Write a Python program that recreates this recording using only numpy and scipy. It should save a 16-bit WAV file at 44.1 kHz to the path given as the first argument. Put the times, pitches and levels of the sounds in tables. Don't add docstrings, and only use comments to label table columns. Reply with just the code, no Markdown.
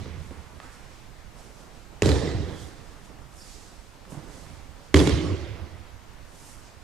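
import sys
import numpy as np
from scipy import signal
from scipy.fft import rfft, irfft
from scipy.io import wavfile
from scipy.ndimage import uniform_filter1d, map_coordinates

SR = 44100
rng = np.random.default_rng(int(sys.argv[2]) if len(sys.argv) > 2 else 0)


def output_pcm(signal):
    pcm = np.clip(np.atleast_2d(signal).T, -1, 1) * 32767
    wavfile.write(sys.argv[1], SR, np.round(pcm).astype(np.int16))


def voltage_ratio(level):
    return 10 ** (np.asarray(level, float) / 20)


N = 301203
LEAD = SR // 2

# start in seconds, slap peak in dB, thud peak in dB,
# hall level relative to the slap in dB, hall level relative to the thud in dB.
EARLIER = [
    (-.2, -29.5, -21.5, -10.5, -5),
]
STAMP = [
    (2.0213, -11.5, -15, -20.5, -8),
    (2.0586, -18, -13.5, -21, -7),
]
FALL = [
    (4.9418, -13.5, -7, -14.5, -10.5),
]
# pitch in Hz, level in dB, time to fade 60 dB in seconds.
STAMP_MAT = [(194, -3, 0.058), (347, 5.5, 0.026), (415, 3, 0.036), (515, 2, 0.017)]
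FALL_MAT = [(166.6, -7, 0.16), (300.5, -0.5, 0.06), (367.6, -2.5, 0.069), (538, -6, 0.023)]
# frequency in Hz, level in dB per Hz.
SNAP = [(500, -8), (1000, 9.5), (1700, 1), (2100, 6.5), (2700, 1.5), (3700, -0.5), (5000, -3), (6800, -3.5),
        (11000, -19), (15500, -52)]
SLAP = [(500, -16), (1100, 11.5), (1500, -2), (2000, 6), (2600, -1), (3300, 2.5), (5000, -6), (7000, -10),
        (11000, -19.5), (15500, -39)]


def unit(x):
    return x / np.sqrt(np.mean(np.abs(x) ** 2) + 1e-20)


def along(points, hz):
    f, v = np.transpose(points)
    return np.interp(np.log(hz + 1), np.log(f + 1), v)


def wobble(rate):
    return map_coordinates(rng.standard_normal(int(N * rate / SR) + 4), [np.arange(N) * rate / SR])


def patchy(hz, t, across, along_time):
    field = rng.standard_normal((len(hz), len(t)))
    return unit(uniform_filter1d(uniform_filter1d(field, size=across, axis=0), size=along_time, axis=1))


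def stereo(length, shape, alike, pan, lead=((100, 0),)):
    hz, t, z = signal.stft(rng.standard_normal((2, length)), SR, nperseg=1024)
    turn = np.arccos(np.clip(along(alike, hz), -1, 1))[:, None] / 2
    mid, side = z[0] * np.cos(turn), z[1] * np.sin(turn)
    lean = (voltage_ratio(along(pan, hz) / 2) * np.exp(.5j * along(lead, hz)))[:, None]
    pair = np.array([(mid + side) * lean, (mid - side) / lean])
    pair = pair / np.hypot(np.abs(lean), 1 / np.abs(lean)) * np.sqrt(2)
    return signal.istft(pair * shape(hz[:, None], t), SR, nperseg=1024)[1][:, :length]


def add(track, s, sound):
    at = LEAD + round(s * SR)
    track[:, at:at + sound.shape[1]] += sound


def strokes(rows):
    s, db, rise, fall = np.transpose(rows)[:4, :, None]
    late = np.arange(0, N + 64, 64) / SR - s
    distance = np.where(late < 0, -late / rise, late / fall)
    return voltage_ratio(db - 10.5 * distance ** 1.38)


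def smooth(steps):
    return np.interp(np.arange(N) / 64, np.arange(len(steps)), steps)


def air():
    # frequency in Hz, level in dB per Hz.
    hum = [(15, -4), (26, 0), (36, 6), (65, -6), (125, -5.5), (200, -13), (400, -17), (1000, -18.5),
           (2200, -24), (3200, -28), (6000, -31.5), (9000, -35.5), (12000, -41), (15600, -41)]
    # frequency in Hz, likeness from 0 to 1.
    likeness = [(60, 0.87), (150, 0.33), (380, 0.45), (950, 0.37), (2380, 0.42), (5980, 0.35),
                (15000, 0.14)]
    # frequency in Hz, left over right in dB.
    balance = [(60, -17), (120, -17.5), (240, -7.5), (480, -0.5), (950, 1), (3800, 0), (8000, -3.5),
               (11400, -0.5), (11600, -60), (14700, -60), (14900, -26)]

    def shape(hz, t):
        return voltage_ratio(along(hum, hz) + patchy(hz, t, 14, 8))
    return voltage_ratio(-46 + 0.24 * wobble(2.83)) * unit(stereo(N, shape, likeness, balance))


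def shifting_weight():
    # peak time in seconds, level in dB, rise in seconds, fall in seconds.
    shuffle = [(.1, -54, 0.14, 0.09), (.315, -49, 0.013, 0.062), (.6, -51.5, 0.17, .2),
               (.95, -54, 0.073, 0.041), (1.4, -47, 0.046, 0.14), (1.65, -48, 0.077, 0.26),
               (1.93, -52, 0.02, 0.035), (3.11, -45.5, 0.035, 0.046), (3.19, -52, 0.024, 0.043),
               (3.6, -52.5, 0.19, 0.27), (4.02, -55, 0.024, 0.096), (4.14, -42, 0.053, 0.37),
               (4.5, -62, 0.21, 0.22), (4.83, -52, 0.041, 0.029), (5.65, -43, 0.19, 0.062)]
    # frequency in Hz, level in dB per Hz.
    foam_colour = [(60, -120), (120, -20), (170, 6.5), (300, 3.5), (600, -1), (1200, -9.5), (1800, -16),
                   (2500, -39), (5000, -120)]
    noise = unit(stereo(N, lambda hz, t: voltage_ratio(along(foam_colour, hz)), [(500, 0.75)], [(500, -9.0)]))
    lumps = voltage_ratio(1.5 * wobble(60))
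    return voltage_ratio(-4.5) * smooth(strokes(shuffle).sum(axis=0)) * lumps * noise


def sliding():
    # peak time in seconds, level in dB, rise in seconds, fall in seconds, brightness from 0 to 1.
    slides = [(.22, -62, 0.1, 0.59, 0.5), (.64, -60, 0.064, .1, 0.4), (.73, -57, .04, 0.084, 0.5),
              (.95, -60.5, 0.24, 0.16, 0.1), (1.39, -57, 0.034, 0.21, 0.5), (1.59, -58, .05, .11, 0.25),
              (1.76, -61.5, .05, .13, 0.3), (2.63, -51.5, 0.13, 0.1, 0.38), (2.9, -61, 0.26, 0.14, .2),
              (3.05, -58.5, .04, 0.065, .45), (3.39, -54.5, 0.061, 0.18, .99), (3.5, -51, 0.1, 0.3, 0.24),
              (4.107, -53, 0.012, 0.081, .98), (4.37, -55, 0.17, 0.29, 0.4), (4.84, -61.5, .06, 0.16, 0.2),
              (6.49, -51.5, 0.17, 0.12, 0.8), (6.65, -57.5, .06, 0.1, 0.1)]
    # frequency in Hz, level in dB per Hz.
    dull_colour = [(1200, -120), (2500, -8.5), (3900, -3.5), (4600, -1.5), (5500, -1), (8000, -4.5),
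                   (12000, -44), (15500, -25)]
    bright_colour = [(1500, -120), (3000, -13.5), (6000, -1), (8500, 0.5), (11500, -6), (15500, -24)]
    balance = [(5000, -7.5), (11300, -2.5), (13300, -14), (13800, -50)]  # Hz, left over right in dB
    dull = unit(stereo(N, lambda hz, t: voltage_ratio(along(dull_colour, hz)), [(5000, 0.56)], balance))
    sharp = unit(stereo(N, lambda hz, t: voltage_ratio(along(bright_colour, hz)), [(5000, 0.56)], balance))
    power = strokes(slides) ** 2
    bright = np.clip(np.transpose(slides)[4], 0, 1)
    dull_gain = smooth(np.sqrt((1 - bright) @ power))
    sharp_gain = smooth(np.sqrt(bright @ power))
    return voltage_ratio(0.64 * wobble(35)) * (dull_gain * dull + sharp_gain * sharp)


def squeaks():
    # peak time in seconds, level in dB, rise in seconds, fall in seconds, pitch in Hz.
    catches = [
        (.645, -52, 0.049, 0.036, 1270),
        (2.575, -48.5, 0.075, 0.067, 3340),
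        (3.415, -48.5, 0.036, 0.044, 5120),
    ]
    glides = [.3, -.1, -1.05]
    catch = voltage_ratio(2.5 * wobble(90) + 1.5 * wobble(30) - 3)
    shake = 1.5 * wobble(330) + 2.5 * wobble(60)
    squeak = 0
    for level, (s, *_, hz), glide in zip(strokes(catches), catches, glides):
        late = np.arange(N) / SR - s
        turn = 2 * np.pi * hz * (late + glide * late ** 2 / 2)
        squeak = squeak + smooth(level) * catch * np.cos(turn + (hz / 3200) ** 1.5 * shake)
    return squeak * voltage_ratio([[-2.5], [2.5]])


def sprung_floor():
    # peak time in seconds, level in dB, rise in seconds, fall in seconds.
    booms = [(.005, -32.5, 0.023, 0.039), (.1, -34, 0.047, 0.049), (.17, -33, 0.056, 0.12),
             (.32, -36, 0.026, 0.018), (.4, -35, 0.033, 0.0087), (.47, -46, 0.027, 0.069),
             (.575, -44, 0.036, 0.021), (2.032, -17, 0.014, 0.058), (2.11, -18, 0.041, 0.089),
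             (2.29, -31, 0.027, .04), (2.41, -26.5, 0.18, 0.11), (2.65, -35, .07, 0.031),
             (2.8, -46.5, .1, 0.2), (4.135, -41, .015, .08), (4.525, -40.5, 0.065, 0.071),
             (4.72, -44.5, 0.062, 0.056), (4.954, -11.5, 0.0098, 0.042), (5.01, -19, .03, 0.056),
             (5.14, -18, 0.035, 0.044), (5.24, -28, 0.034, 0.03), (5.32, -23, 0.063, 0.053),
             (5.42, -31, .04, .05), (5.52, -30, 0.044, 0.043), (5.635, -29.5, 0.044, 0.026),
             (5.74, -35, 0.041, .03), (5.81, -39, 0.033, 0.031), (5.95, -41, .04, 0.04)]
    t = np.arange(N) / SR
    blows = np.array([EARLIER[0][0], STAMP[0][0], FALL[0][0]])
    cause = blows[np.searchsorted(blows, np.transpose(booms)[0]) - 1, None]
    begun = np.arange(0, N + 64, 64) / SR > cause
    gain = smooth(np.sqrt(((strokes(booms) * begun) ** 2).sum(axis=0)))
    age = np.minimum(t - blows[np.searchsorted(blows, t) - 1], 1)
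    hz = 94 - 9 * age
    ring = 0
    for ratio, db in ((1.0, -0.77), (.8, -1.2)):
        turn = 2 * np.pi * np.cumsum(ratio * hz + 8 * wobble(25)) / SR
        apart = 0.43 + 0.11 * wobble(10)
        ring = ring + voltage_ratio(db + 2.5 * wobble(25)) * np.exp(1j * (turn + np.array([apart, -apart])))
    ring = ring / np.sqrt(uniform_filter1d(np.abs(ring) ** 2, size=1200).mean(axis=0))
    balance = voltage_ratio(np.array([[.5], [-.5]]) * -3.5)
    high_pass = signal.butter(N=2, Wn=57, btype='high', fs=SR, output='sos')
    return signal.sosfilt(high_pass, np.sqrt(2) * gain * balance * ring.real)


def reverberation(slap_db, thud_db, high, low, dwell):
    # frequency in Hz, time to fade 60 dB in seconds.
    fade = [(150, 1.59), (350, 1.28), (800, 1.64), (1500, 1.8), (1950, 1.84), (2600, 1.79), (5000, 1.51),
            (11000, 0.68)]
    # frequency in Hz, likeness from 0 to 1.
    likeness = [(60, 1), (180, 0.82), (550, 0.74), (1650, 0.69), (4970, 0.57), (15000, .6)]
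    # frequency in Hz, left over right in dB.
    balance = [(100, 1.5), (200, -3), (550, -3), (1650, -5.5), (4970, -8.5), (9000, -8), (11300, 6),
               (11900, -45)]
    # frequency in Hz, lead in radians.
    left_lead = [(60, 0.63), (260, 0.62), (2000, 0.52), (4000, 0.51)]

    def shape(hz, t):
        colour = voltage_ratio(slap_db) * unit(voltage_ratio(along(high, hz))) + voltage_ratio(thud_db) * unit(voltage_ratio(along(low, hz)))
        uneven_db = 2.04 * patchy(hz, t, 5, 3) + 1.05 * patchy(hz, t, 30, 7)
        return colour * voltage_ratio(uneven_db - 60 * t / (dwell * along(fade, hz)))
    length = SR + SR // 4 if thud_db > -36 else SR // 2
    tail = stereo(length, shape, likeness, balance, left_lead)
    build_up = (1 - np.exp(-np.arange(length) / SR / .008)) ** 2
    return tail * build_up * np.linspace(1, 0, length) ** 0.029


def blow(slap_db, thud_db, pan_db, ms, slap, mat, spread):
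    t = np.arange(SR // 5) / SR
    noise = rng.standard_normal((2, len(t)))
    noise = noise[0] + spread * noise * [[0], [1]]
    hz = np.fft.rfftfreq(len(t), 1 / SR)
    colour = voltage_ratio(along(slap, hz) + 12 / ms * np.log2(hz / 2500 + 0.22))
    fade = voltage_ratio(-60 * t / ms * 1000)
    burst = rfft(noise * fade)
    even = burst / np.sqrt(np.abs(uniform_filter1d(np.abs(burst) ** 2, size=200, axis=1)) + 1e-9)
    crack = irfft(even * colour, len(t)) * fade * (1 - np.exp(-t / 0.00013))
    crack = crack / np.abs(crack).max(axis=1, keepdims=True)
    thud = 0
    for (pitch, db, t60), scatter_db in zip(mat, rng.standard_normal(len(mat))):
        thud = thud + voltage_ratio(db + scatter_db - 60 * t / t60) * np.sin(2 * np.pi * pitch * t)
    thud = -thud * (1 - np.exp(-t / 0.0013)) ** 2
    crack_gain = voltage_ratio(slap_db + 1.5 + np.array([[.5], [-.5]]) * pan_db)
    return crack_gain * crack + voltage_ratio(thud_db + 4 + np.array([[-1.2], [1.2]])) * thud


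def contacts_and_echoes(track):
    # start in seconds, slap peak in dB, thud peak in dB, left over right in dB,
    # time for the slap to fade 60 dB in milliseconds.
    following = [(2.0252, -23, -37, -7, 13), (2.032, -25.5, -38, -15, 21), (2.096, -26, -26, -12, 16),
                 (2.069, -21, -21, -4, 14), (2.0908, -21.5, -19, -13, 18), (2.1167, -28, -48, -14, 20),
                 (2.2735, -34, -25, -10, 25), (4.9438, -10.5, -41, -1, 15), (4.945, -40, -15, -2, 10),
                 (4.964, -21, -36, -9, 32), (5.012, -22, -16, -4, 55), (4.9595, -17, -12, 1, 24),
                 (4.971, -19, -40, -8, 22), (4.9914, -18, -15.5, -3, 28), (5.001, -19, -14, -3, 61),
                 (5.073, -22, -16, -18, 32), (5.0944, -25.5, -20.5, -19, 9), (5.121, -36, -30, -9, 24),
                 (5.15, -39, -31, -6, 21), (5.176, -32, -27, -6, 26), (5.19, -47, -46, -6, 17),
                 (5.319, -52, -30.5, -4, 28), (5.412, -46, -37, -9, 25)]
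    for s, slap_db, thud_db, pan_db, ms in following:
        slap, mat = (SLAP, FALL_MAT) if s > FALL[0][0] else (SNAP, STAMP_MAT)
        add(track, s, blow(slap_db, thud_db, pan_db, ms, slap, mat, spread=0.78))


def air_pockets(track):
    # start in seconds, peak in dB, pitch in Hz, time to fade 60 dB in milliseconds.
    pocket_rows = [(2.0216, -22, 6800, 11), (2.0216, -22, 1850, 9), (2.0214, -14, 2750, 7.6),
                   (2.0212, -28, 9350, 4), (2.0612, -36, 8900, 8), (2.0615, -33, 6300, 8),
                   (2.06, -21, 4150, 6.8), (2.0692, -31, 5500, 12), (2.0712, -32, 4700, 14),
                   (2.0910, -25, 4700, 8), (2.0955, -28, 4840, 14), (2.1160, -26.5, 3920, 16),
                   (2.155, -40, 2370, 40), (2.187, -36, 1720, 36), (2.2715, -34.5, 3700, 22),
                   (2.274, -36, 1960, 50), (4.943, -12.5, 2060, 11), (4.9426, -29, 1140, 20),
                   (4.9430, -22, 4660, 9), (4.944, -22, 3800, 7), (4.9585, -29, 7500, 14),
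                   (4.9593, -25, 3260, 18), (4.97, -23, 3080, 12), (4.9715, -28, 6500, 12),
                   (4.9910, -21.5, 3400, 15), (4.9922, -26, 4770, 12), (4.9990, -23, 3400, 14),
                   (5.0720, -31, 7100, 16), (5.072, -27, 3230, 10), (5.095, -33, 5400, 9.9),
                   (5.1170, -33.5, 3220, 50), (5.1270, -39, 4800, 40), (5.1860, -36, 3020, 35),
                   (5.2090, -37, 3200, 20)]
    t = np.arange(SR // 10) / SR
    balance_db = np.array([[.5], [-.5]]) * -4
    for s, db, hz, ms in pocket_rows:
        shake = np.cumsum(rng.standard_normal((2, len(t))), axis=1) * 0.081 + rng.uniform(0, 2 * np.pi)
        shape = voltage_ratio(-60 * t / ms * 1000) * (1 - np.exp(-t / (0.02 * ms / 1000))) ** 2
        add(track, s, voltage_ratio(db + balance_db) * shape / shape.max() * np.sin(2 * np.pi * hz * t + shake))


def contacts():
    steps = [(3.106, -63, -48.5, -20, -6), (4.052, -40, -62, -22, -11), (4.121, -38.5, -32.5, -17, -8),
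             (4.145, -44, -33.5, -19, -21), (4.172, -52, -32, -16, -23), (4.285, -49, -42, -12, -9),
             (4.299, -49, -53, -7, -15), (4.465, -43.5, -42, -13, -28), (4.503, -46, -39.5, -23, -12)]
    knees = [(.058, -38, -33, -18, -24), (.308, -40.5, -32, -13.5, -21), (.322, -60, -41, -21, -26),
             (.601, -32, -61, -17.5, -14), (.645, -50, -44.5, -18, -19)]
    # pitch in Hz, level in dB, time to fade 60 dB in seconds.
    step_mat = [(144, -1, 0.117), (271.6, -5, 0.046), (383, -14.5, 0.054), (685, -8, 0.022)]
    knee_mat = [(257, -4.5, 0.086), (330, -6, 0.065), (470, 0, 0.025), (800, -11, 0.023)]
    # frequency in Hz, level in dB per Hz.
    tap = [(400, -28), (850, 6), (1300, 2), (2200, -2.5), (3800, -11), (5000, -20), (9000, -35),
           (15500, -60)]
    stamp_high = [(410, -13), (700, -5.5), (850, -2), (1100, -2), (1500, -4.5), (1950, -0.5), (2350, -8),
                  (2800, -8.5), (3920, -4), (5860, -9.5), (7400, -8.5), (11800, -21), (13400, -26),
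                  (15500, -52)]
    fall_high = [(410, -43), (700, -1.5), (907, -4.5), (1100, -1), (1390, -5), (1780, -6.5), (2030, -3),
                 (2590, -7), (3320, -5.5), (3920, -7.5), (5360, -9), (10500, -15), (14300, -33),
                 (15500, -48)]
    stamp_low = [(74, -24), (118, 4), (150, -6), (199, -3.5), (242, -23.5), (280, 3.5), (348, -9),
                 (385, -5.5), (464, -7.5), (659, -22.5), (800, -27), (1040, -40), (1760, -120)]
    fall_low = [(74, -22), (115, 5), (150, -5), (236, -12.5), (274, -3.5), (377, 1.5), (420, -11),
                (457, -10.5), (551, -11.5), (701, -27), (800, -35), (1040, -52), (1760, -120)]
    earlier_low = [(74, -20), (125, 4.5), (200, -0.5), (260, -9), (400, -8), (600, -18.5), (1040, -36),
                   (1760, -120)]
    step_low = [(70, -40), (110, 27), (155, -1), (220, -13), (330, -2), (550, -40), (900, -19), (1500, -60),
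                (2500, -120)]
    # blows, slap fade in ms, slap colour, mat, hall high, hall low, how long the hall dwells.
    kinds = [(STAMP, 6.5, SNAP, STAMP_MAT, stamp_high, stamp_low, 1.03),
             (FALL, 53, SLAP, FALL_MAT, fall_high, fall_low, .97),
             (EARLIER, 53, SLAP, FALL_MAT, fall_high, earlier_low, .9),
             (steps, 23, tap, step_mat, fall_high, step_low, .8),
             (knees, 24, tap, knee_mat, tap, stamp_low, .8)]
    track = np.zeros((2, N + 3 * SR))
    for rows, ms, slap, mat, high, low, dwell in kinds:
        for s, slap_db, thud_db, slap_share, thud_share in rows:
            add(track, s, blow(slap_db, thud_db, -5.0, ms, slap, mat, spread=0.82))
            add(track, s, reverberation(slap_db + slap_share, thud_db + thud_share, high, low, dwell))
    contacts_and_echoes(track)
    air_pockets(track)
    return track[:, LEAD:LEAD + N]


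def thin_left_bass(x):
    low = signal.sosfiltfilt(signal.butter(N=2, Wn=195, fs=SR, output='sos'), x)
    level_db = 10 * np.log10(np.abs(uniform_filter1d(low[1] ** 2, size=3000)) + 1e-12)
    kept = voltage_ratio(np.clip(0.89 * (level_db + 24.5), -28, 0))
    return np.array([x[0] - (1 - kept) * low[0], x[1]])


def scene():
    feet = sliding() + shifting_weight() + squeaks()
    return air() + feet + thin_left_bass(sprung_floor() + contacts())


def roll_off(x):
    return signal.sosfilt(signal.butter(12, 15740, fs=SR, output="sos"), x)


def record(dry):
    top, knee = .92, 6
    rounded = dry / (1 + np.abs(dry / top) ** knee) ** (1 / knee)
    low_pass = signal.butter(N=10, Wn=15200, fs=SR, output='sos')
    return roll_off(signal.sosfiltfilt(low_pass, rounded))


dry = scene()
out = record(dry)
output_pcm(out)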